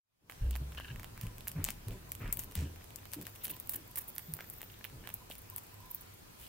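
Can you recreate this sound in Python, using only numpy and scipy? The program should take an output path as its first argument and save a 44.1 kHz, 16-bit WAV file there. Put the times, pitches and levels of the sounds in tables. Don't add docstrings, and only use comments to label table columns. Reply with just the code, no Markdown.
import sys
import numpy as np
from scipy import signal
from scipy.io import wavfile
from scipy.ndimage import uniform_filter1d

SR = 44100
rng = np.random.default_rng(int(sys.argv[2]) if len(sys.argv) > 2 else 0)


def volts_from_decibels(level):
    exponent = np.asarray(level, float) / 20
    return 10 ** exponent


def unload_audio(sound):
    columns = np.transpose(np.atleast_2d(sound))
    steps = np.round(np.clip(columns, -1, 1) * 32767)
    wavfile.write(sys.argv[1], SR, steps.astype(np.int16))


N = 285887

# f/Hz, level/dB per Hz
HISS_SPECTRUM = [(15, -41), (25, -18), (108, -9), (217, -11), (301, -15), (394, -11), (427, -12.5),
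                 (463, -13.5), (796, -13), (2160, -19), (2480, -18), (2840, -20), (16000, -26.5)]
# f/Hz, correlation/1
HISS_LIKENESS = [(60, 1), (130, 0.33), (290, -1.02), (640, -0.53), (1410, -0.26), (3100, -0.18),
                 (6820, -0.2), (15000, 0.62)]
# t/s, deep level/dB, upper level/dB
SHELF_SHAKE = [
    (0.2, -69, -72),
    (0.51, -54, -61.5),
    (2.5, -57, -59),
    (2.95, -63.5, -61),
    (5, -63, -62.5),
    (6.48, -69, -64.5),
]
# t/s, peak level/dB, f/Hz, t60/s
KNOCK_MODES = [(.41, -23, 63.8, 1), (0.408, -22.5, 38.6, 0.3), (.409, -28.5, 107.6, 0.26),
               (.42, -42, 165, 0.27), (0.609, -34.5, 137, 0.21), (.896, -35, 126.5, 0.39),
               (.95, -35.5, 32.4, .22), (1.225, -30, 108, 0.3), (1.23, -35, 166, 0.19),
               (1.268, -30, 40.4, 0.11), (1.551, -28, 160.6, 0.33), (1.582, -29.5, 89, 0.25),
               (1.6, -38, 32.8, 0.71), (1.561, -42.5, 286, 0.34), (1.865, -29, 115.5, 0.19),
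               (1.898, -32.5, 37.3, 0.22), (2.21, -33, 105.5, 0.32), (2.238, -31, 38.3, 0.52),
               (2.553, -35.5, 194.6, 0.17), (2.567, -23.5, 80, 0.43), (2.616, -27.5, 135, 0.12),
               (2.62, -40, 292.3, 0.29), (3.161, -36, 293, 0.14), (4.279, -36.5, 152.4, 0.33),
               (4.325, -37.5, 94, 0.21), (.93, -40, 91, 0.32), (4.93, -42, 131, 0.285),
               (4.96, -45, 71, 0.26), (4.99, -45, 39.7, .3), (5.83, -48, 36, .4), (6.4, -46, 60, 0.22),
               (3.78, -48.5, 290, 0.17), (1.68, -41, 220, 0.15)]
# t/s, length/s, level/dB
SHOVES = [(0.205, 0.13, -48.5), (.41, 0.16, -48), (0.598, 0.047, -51), (0.897, 0.13, -51.5),
          (1.23, 0.11, -51.5), (1.544, 0.13, -44), (1.858, 0.16, -43), (2.194, 0.15, -42.5),
          (2.322, 0.24, -50.5), (2.559, 0.19, -44), (3.162, 0.11, -46.5), (3.46, 0.13, -51),
          (3.74, 0.061, -50.5), (4.278, 0.33, -55), (4.9, 0.31, -50)]
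# t/s, length/s, level/dB
JAW_CREAKS = [(0.525, 0.058, -64), (0.906, 0.2, -69), (1.193, 0.21, -63), (1.892, 0.12, -64),
              (2.077, 0.028, -58.5), (3.495, 0.1, -59), (3.869, .06, -62), (5.201, 0.04, -59),
              (5.24, 0.037, -67), (5.335, .03, -66), (5.471, .045, -65), (5.516, 0.026, -55.5),
              (5.54, 0.068, -64), (5.708, .05, -61), (5.7, 0.28, -65), (2.3, .5, -69), (.95, 0.17, -68),
              (5.791, 0.061, -61.5), (5.841, 0.065, -63), (5.89, .06, -58), (5.944, .04, -66),
              (6.0, .04, -68)]
# f/Hz, width/Hz, level/dB
MOUTH = [
    (1650, 320, 0),
    (2200, 450, -7),
    (2850, 640, 0),
    (3600, 800, -14),
]
# t/s, length/s, level/dB, share that rings in the mouth/1
GRINDS = [(0.386, 0.12, -61.5, 0.7), (0.768, 0.028, -44, 0.8), (0.798, 0.017, -50, 0.88),
          (.775, .19, -56.5, 0.74), (.813, .014, -53, .8), (.839, 0.021, -50.5, 0.76),
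          (.878, .018, -50, 0.7), (0.899, 0.031, -45.5, 0.6), (1.146, 0.31, -56, 0),
          (1.55, 0.14, -50, 0.05), (1.853, 0.26, -59, 0), (2.2, 0.17, -44, 0.01), (2.565, 0.18, -62, 0.61),
          (3.502, .06, -73, .5), (3.723, 0.07, -60.5, 1), (4.363, .015, -55, 0.05),
          (4.387, 0.058, -51, 0.02), (4.439, .012, -53, 0), (5.031, 0.14, -55, 0.56)]
# t/s, length/s, level/dB
CHEEK_RUBS = [(3.4, 0.035, -54.5), (3.438, .025, -48), (3.47, .02, -56), (3.496, 0.015, -52),
              (3.52, .04, -58), (0.508, .07, -58), (.722, .01, -55), (3.41, .14, -56.5),
              (4.695, 0.014, -55), (4.729, 0.007, -55), (4.737, 0.0096, -54), (4.845, .03, -58),
              (5.302, 0.027, -49.5), (6.384, 0.15, -60.5)]
# t/s, peak level/dB, f/Hz
CLACKS = [(.298, -33, 1270), (0.721, -50, 1540), (0.781, -37.5, 1130), (.8, -37.5, 1060), (.96, -46, 1936),
          (1.668, -42, 980), (3.501, -40.5, 2670), (4.39, -37, 1490), (4.407, -36.5, 1680),
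          (4.608, -48, 1600), (4.631, -46.5, 700), (2.811, -51, 1900), (2.82, -51, 2395),
          (2.987, -49, 2760), (3.031, -49, 1880), (3.359, -49, 2740), (3.976, -41, 1810),
          (1.472, -38.5, 1700), (4.537, -55, 1990), (4.7, -56, 1790), (4.811, -44, 1760), (5.04, -47, 1730),
          (5.055, -47, 1780), (5.303, -39.5, 570), (5.316, -44, 2700)]
# t/s, level/dB
RUSTLE = [(.25, -78), (1.4, -76), (2.3, -75), (2.9, -74.5), (3.3, -70), (3.5, -62), (3.62, -70), (3.9, -75),
          (4.2, -65), (4.65, -65), (4.8, -75), (5.6, -72.5), (6.1, -77), (6.48, -74)]
# t/s, peak level/dB
TICKS = [(.62, -54), (1.452, -48), (1.565, -50), (1.602, -53), (2.197, -44), (2.222, -46), (2.986, -47),
         (3.07, -50), (3.085, -56), (3.224, -46), (3.297, -45), (3.409, -50), (3.428, -48), (3.523, -46),
         (3.541, -43), (3.545, -47), (3.563, -44), (3.626, -46), (3.66, -48.5), (3.79, -49), (3.876, -46),
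         (4.04, -40), (4.09, -38), (4.154, -40), (4.192, -42), (4.22, -46), (4.229, -46.5), (4.243, -48),
         (4.262, -48), (4.271, -44), (4.291, -45), (4.32, -45), (4.352, -44), (4.367, -41), (4.385, -48),
         (4.423, -48), (4.443, -43), (4.472, -51), (4.487, -47), (4.498, -47), (4.525, -45), (4.534, -42),
         (4.551, -45), (4.562, -48), (4.574, -46), (4.583, -41), (4.629, -43), (4.638, -40), (4.645, -44),
         (4.719, -44), (4.79, -47), (5.538, -47), (5.634, -45), (5.718, -51), (5.804, -48), (5.905, -39),
         (5.931, -45), (5.965, -49), (6.02, -48), (6.142, -49)]
# t/s, length/s, level/dB, body level/dB
SCRAPES = [(1.214, 0.066, -54.5, -3.5), (1.472, 0.032, -46, -9), (1.654, 0.1, -54, 5.5),
           (1.659, .01, -50, -3), (1.91, 0.051, -62, 3), (2.387, 0.018, -39, -9.5), (2.395, .06, -49, -9),
           (2.548, 0.16, -54, 5), (3.124, 0.038, -43, -9), (3.216, 0.015, -47.5, -10.5),
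           (3.26, 0.035, -59, -2), (3.347, 0.023, -52.5, -5), (3.434, 0.036, -34, -18),
           (3.493, 0.028, -38.5, -16), (3.705, 0.027, -41.5, -18), (3.73, 0.021, -38, -12),
           (3.754, 0.013, -32, -19.5), (3.907, 0.012, -51, -20), (3.965, 0.035, -35, -16.5),
           (4.001, 0.026, -45, -15), (4.072, 0.034, -42, -23), (4.526, 0.02, -50.5, -16),
           (5.295, 0.074, -51, -10), (5.385, 0.012, -49, -19), (5.569, 0.025, -43.5, -19),
           (5.632, 0.024, -60, -6), (5.854, 0.013, -53, -31), (5.91, 0.011, -37.5, -47),
           (5.944, 0.006, -38, -36), (6.004, 0.02, -50, -28), (6.133, .012, -56, -38),
           (6.381, 0.21, -53, -9)]
# t/s, peak level/dB, body level/dB and edge level/dB relative to the top
BITES = [(0.2977, -32, 1, -10), (0.5096, -30.5, -12.5, -3), (0.5544, -37, 0.5, -4),
         (1.2126, -30, -12.5, -5), (1.4817, -20, -22, -8.5), (1.6423, -14.5, -22, -5),
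         (1.6495, -26.5, -11.5, 7), (1.6878, -27, 0.5, -9), (1.7047, -26, -12.5, -3.5),
         (2.119, -23.5, -17, -9), (2.3267, -14, -32, -12), (2.33, -23.5, -15.5, -21),
         (2.3719, -23.5, -19, -18), (2.393, -24.5, -23, -5), (2.554, -22.5, -14, -6.5),
         (2.9596, -33, -22, -3), (3.135, -28.5, -13, -2), (3.2682, -31, -7, -12), (3.4537, -26, -14, -3),
         (3.6944, -15, -25, -15), (3.958, -24, -21, -9), (3.9628, -26, -23, -16),
         (4.182, -20.5, -17, -10.5), (4.3379, -20.5, -26.5, -11), (4.6167, -28, -12, -13),
         (4.8499, -28, -7.5, -37), (5.0906, -30, -9.5, -20), (5.1408, -21.5, -40, -21),
         (5.5625, -23, -28, -17), (5.948, -18.5, -48, -48)]
# t/s, peak level/dB
NODES = [(.3218, -41.5), (.7212, -45), (.7812, -40.5), (.9598, -44), (.562, -34.5), (.7488, -43),
         (.8, -39.5), (.9967, -38), (1.0319, -39.5), (1.0444, -35), (1.1772, -40.5), (1.2684, -38.5),
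         (1.4076, -41.5), (1.4722, -37.5), (1.6628, -39), (1.9079, -44), (2.2777, -41), (2.7602, -45.5),
         (2.9058, -44), (3.0548, -41.5), (3.254, -41), (3.5636, -51), (4.1937, -40), (4.4073, -36.5),
         (4.6071, -45), (4.63, -39), (4.8432, -32.5), (4.899, -48), (5.0738, -35), (5.0778, -59),
         (5.102, -40.5)]
# t/s, peak level/dB
STEMS = [(.304, -39), (.3125, -35.5), (1.3826, -36.5), (1.5164, -33.5), (1.884, -33.5), (2.1515, -34),
         (2.4368, -36), (2.5125, -40), (2.5217, -39), (2.8427, -40.5), (3.1178, -39), (3.143, -31),
         (3.214, -34.5), (3.2777, -43), (3.294, -45), (3.4687, -32), (3.4812, -34), (3.567, -39.5),
         (3.972, -34), (4.1633, -36), (4.3681, -40), (4.444, -47), (5.3004, -37), (5.3537, -37),
         (5.582, -34)]
# t/s, peak level/dB
BLADES = [(0.57, -34), (1.4774, -25), (2.0932, -43), (2.4433, -31), (3.6732, -32), (3.6, -25.5),
          (4.5, -28.5), (4.151, -36), (4.155, -41), (3.9752, -27), (3.4465, -29), (3.762, -26),
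          (3.711, -35), (3.737, -31), (5.9115, -39), (5.5, -31), (3.497, -33), (4.5355, -44), (4.7186, -44),
          (5.3823, -34), (5.4189, -38), (5.5727, -41), (5.6679, -41), (5.7428, -42), (5.9153, -46.5),
          (5.9035, -44), (5.803, -47), (5.9445, -44), (4.198, -36), (6.0103, -36.5)]
# t/s, left-right level/dB
HEAD = [
    (0, -4),
    (3.4, 10),
    (3.7, -4.5),
    (6.48, 3),
]
# low f/Hz, high f/Hz
STALK_REGIONS = [
    (11500, 15500),
    (8000, 11000),
    (4800, 8000),
    (1200, 3400),
]
# t/s, level/dB
FADE = [
    (0, -56),
    (.08, -40),
    (.15, -31.5),
    (.2, -29.5),
    (.27, -20.5),
    (.33, -5),
    (.4, -5),
]


def along(rows):
    s, *columns = np.transpose(rows)
    return [np.interp(np.arange(N) / SR, s, column) for column in columns]


def add(mix, s, sound):
    part = mix[..., round(s * SR):][..., :sound.shape[-1]]
    part += sound[..., :part.shape[-1]]


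def evened(x):
    return x / np.sqrt(np.mean(x ** 2) + 1e-20)


def leaned(db):
    return volts_from_decibels(db * np.array([[.5], [-.5]]))


def band(x, lo_hz, hi_hz):
    sos = signal.butter(2, [lo_hz, hi_hz], "band", fs=SR, output="sos")
    return signal.sosfilt(sos, x) * np.sqrt(SR / 2 / (hi_hz - lo_hz))


def resonate(x, hz, width):
    return signal.lfilter(*signal.iirpeak(hz, hz / width, SR), x)


def crackle(shape, spread_db):
    size_db = spread_db * np.minimum(rng.exponential(1, shape), 4)
    return evened(rng.standard_normal(shape) * volts_from_decibels(size_db))


def pair(length, same, spread_db):
    a, b = crackle((2, length), spread_db)
    shifted = np.roll(a, rng.choice([-1, 0, 0, 1]))
    return np.array([a, same * shifted + np.sqrt(1 - same ** 2) * b])


def stroke(length, same, spread_db, lumps_db, lean=0.7):
    u = np.linspace(0, 1, round(length * SR))
    lumps = volts_from_decibels(lumps_db * evened(uniform_filter1d(rng.standard_normal(len(u)), size=90)))
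    fade = volts_from_decibels(-150 * (1 - lean) * length * u)
    return pair(len(u), same, spread_db) * lumps * np.sin(np.pi * u ** lean) ** 1.1 * fade


def hiss():
    frames, hz = N // 256 + 5, np.fft.rfftfreq(1024, 1 / SR)
    a, b, c, d, patches = rng.standard_normal((frames, 513, 5)).T
    patches = evened(uniform_filter1d(uniform_filter1d(patches, 12, 0), 10, 1))

    def read(rows):
        table_hz, values = np.transpose(rows)
        return np.interp(np.log(hz + 1), np.log(table_hz), values)[:, None]

    same = np.clip(read(HISS_LIKENESS), -1, 1)
    left = a + 1j * b
    right = same * left + np.sqrt(1 - same ** 2) * (c + 1j * d)
    spectrum = np.array([left, right]) * volts_from_decibels(read(HISS_SPECTRUM) + 1.4 * patches)
    noise = evened(signal.istft(spectrum, nperseg=1024, noverlap=768)[1][:, :N])
    drone = evened(resonate(rng.standard_normal(N), 101.2, 7.8))
    return volts_from_decibels(-52) * noise + volts_from_decibels(-57.5) * drone


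def shelf():
    t, out = np.arange(SR) / SR, np.zeros(N)
    wobble = 1 + .05 * evened(uniform_filter1d(rng.standard_normal((len(KNOCK_MODES), SR)), 900))
    for (s, db, hz, t60), pitch in zip(KNOCK_MODES, wobble):
        rise = 0.0075 + 0.056 * t60 ** 2
        swell = np.sin(np.pi / 2 * np.minimum(t / rise, 1)) ** 2
        ring = np.sin(2 * np.pi * hz * np.cumsum(pitch) / SR)
        add(out, s, volts_from_decibels(db - 60 * np.maximum(t - rise, 0) / t60) * swell * ring)
    deep_db, upper_db = along(SHELF_SHAKE)
    out += volts_from_decibels(deep_db + 6.5) * band(rng.standard_normal(N), 21, 124)
    out += volts_from_decibels(upper_db) * band(rng.standard_normal(N), 124, 460)
    return out


def shoves():
    push = np.zeros((2, N))
    for s, length, db in SHOVES:
        add(push, s, volts_from_decibels(db) * stroke(length, 0.97, 1.6, 3.24))
    return band(push, 80, 226) + 0.57 * band(push, 142, 411)


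def cage(x):
    at = np.arange(60, 6000, 20) + rng.integers(0, 20, (2, 297))
    taps = np.zeros((2, 6100))
    decay = volts_from_decibels(-60 * at / SR / 0.3)
    np.put_along_axis(taps, at, rng.choice([-1., 1.], at.shape) * decay, 1)
    return signal.fftconvolve(x, taps / np.linalg.norm(taps[0]), axes=1)[:, :N]


def jaw_ring(x):
    edges = 997 - 105 / 2, 997 + 105 / 2
    return evened(band(band(x, *edges), *edges))


def creaks():
    out = volts_from_decibels(-73) * jaw_ring(pair(N, 0.5, 3.7))
    for s, length, db in JAW_CREAKS:
        creak = np.pad(stroke(length, .9, 1.5, 1.5, lean=.9), ((0, 0), (0, 600)))
        add(out, s - .008, volts_from_decibels(db - 1.5) * jaw_ring(creak) * np.array([[.8], [1]]))
    return out


def grinds():
    rings, dull = np.zeros((2, 2, N))
    for s, length, db, share in GRINDS:
        grit = volts_from_decibels(db) * stroke(length, .5, 3.5, 4, lean=1 if share > .6 else .6)
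        add(rings, s, share * grit)
        add(dull, s, (1 - share) * grit)
    mouth = sum(volts_from_decibels(db) * resonate(resonate(rings, hz, width), hz, width) for hz, width, db in MOUTH)
    return 10.5 * mouth + 0.33 * band(band(dull, 860, 2760), 880, 2720)


def cheek_rubs():
    rubs = np.zeros((2, N))
    hz, width = 3050, 1470
    for s, length, db in CHEEK_RUBS:
        add(rubs, s, volts_from_decibels(db) * stroke(length, 0.43, 5.5, 4.7, lean=1.0))
    return 4.7 * resonate(resonate(rubs, hz, width), hz, width)


def clacks():
    t, out = np.arange(600) / SR, np.zeros((2, N))
    for s, db, hz in CLACKS:
        ring = sum(gain * np.sin(2 * np.pi * ratio * hz * t) for ratio, gain in ((1, 1), (.65, .31), (1.28, .5)))
        add(out, s, volts_from_decibels(db + 4.5 - 60 * t / 0.0094) * ring * np.ones((2, 1)))
    return out


def rustle():
    clumps = evened(volts_from_decibels(3.0 * evened(uniform_filter1d(rng.standard_normal(N), size=120))))
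    out = volts_from_decibels(along(RUSTLE)[0]) * pair(N, 0.94, 3.3) * (0.86 + 0.63 * clumps)
    for s, db in TICKS:
        add(out, s - .001, volts_from_decibels(db - 8.0) * stroke(.007, .9, 2.0, 1.5, lean=.6))
    edges = 12900, 15400
    return 0.68 * band(band(out, *edges), *edges)


def scrapes():
    for s, length, db, body_db in SCRAPES:
        burst = volts_from_decibels(db) * stroke(length, 0.26, 6.5, 1.9, lean=.6 if length > .035 else 1)
        yield s, burst, 0.94 * body_db, body_db


def snap_list():
    rows = [(*row, np.interp(row[0], *np.transpose(HEAD))) for row in BITES]
    # (body dB, edge dB) of each kind
    for table, colour_db in ((NODES, (-2, -6.5)), (STEMS, (-12.5, -4.5)), (BLADES, (-43, -16))):
        rows += [(*row, *colour_db, -1.5) for row in table]
    return [(*row, pan_db + 3.5 * rng.standard_normal()) for *row, pan_db in rows]


def snaps():
    lead_s, crack_t60, splinter_t60 = .003, .0021, 0.087
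    t = np.arange(900) / SR - lead_s
    crack = volts_from_decibels(-60 * abs(t) / crack_t60) + volts_from_decibels(-26 - 60 * abs(t) / splinter_t60)
    shape = np.where(t < 0, volts_from_decibels(-18.5) * (1 + t / lead_s) ** 2, crack)
    for s, db, body_db, edge_db, pan_db in snap_list():
        burst = evened(pair(len(shape), 0.81, 0.16) * shape)
        yield s - lead_s, burst * volts_from_decibels(db - 18.0) * leaned(pan_db), edge_db, body_db + 5.5


def filled(burst, lo_hz, hi_hz):
    part = band(burst, lo_hz, hi_hz)
    return burst * np.std(burst) / np.hypot(.92 * np.std(part.mean(0)), .35 * np.std(part))


def stalks():
    regions = np.zeros((4, 2, N))
    for s, burst, edge_db, body_db in [*snaps(), *scrapes()]:
        levels_db = 0, .5 * edge_db + 2.0, edge_db - 1.0, body_db - 1.5
        for region, hz, db in zip(regions, STALK_REGIONS, levels_db):
            add(region, s, filled(burst, *hz) * volts_from_decibels(db))
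    tilts_db = -1.5, 2.5, -0.5, -3
    top, upper, edge, body = (region * leaned(db) for region, db in zip(regions, tilts_db))
    out = 1.046 * band(top, 12280, 15730) - 0.74 * band(upper, 7980, 11310)
    out += band(edge, 4260, 11020) - band(body, 1600, 3310)
    return out + 0.5 * band(body, 520, 1210)


def scene():
    near = creaks() + grinds() + cheek_rubs() + clacks() + rustle() + stalks()
    return hiss() + shelf() + shoves() + volts_from_decibels(-16) * cage(near) + near


def top_cut(x):
    return signal.sosfilt(signal.butter(12, 16990, fs=SR, output="sos"), x)


def low_pass(x, hz, beta):
    return signal.oaconvolve(x, signal.firwin(511, hz, window=("kaiser", beta), fs=SR)[None], "same")


def record(dry):
    x = .3 * np.tanh(dry * volts_from_decibels(along(FADE)[0]) / .3)
    kept = low_pass(x, 15850, 6)
    above = low_pass(x, 16850, 8) - kept
    sharp = uniform_filter1d((above ** 2).mean(0), size=200) > volts_from_decibels(2 * -47)
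    opened = uniform_filter1d(sharp * 1., size=200)
    return top_cut(kept + volts_from_decibels(-13) * above * opened)


dry = scene()
out = record(dry)
unload_audio(out)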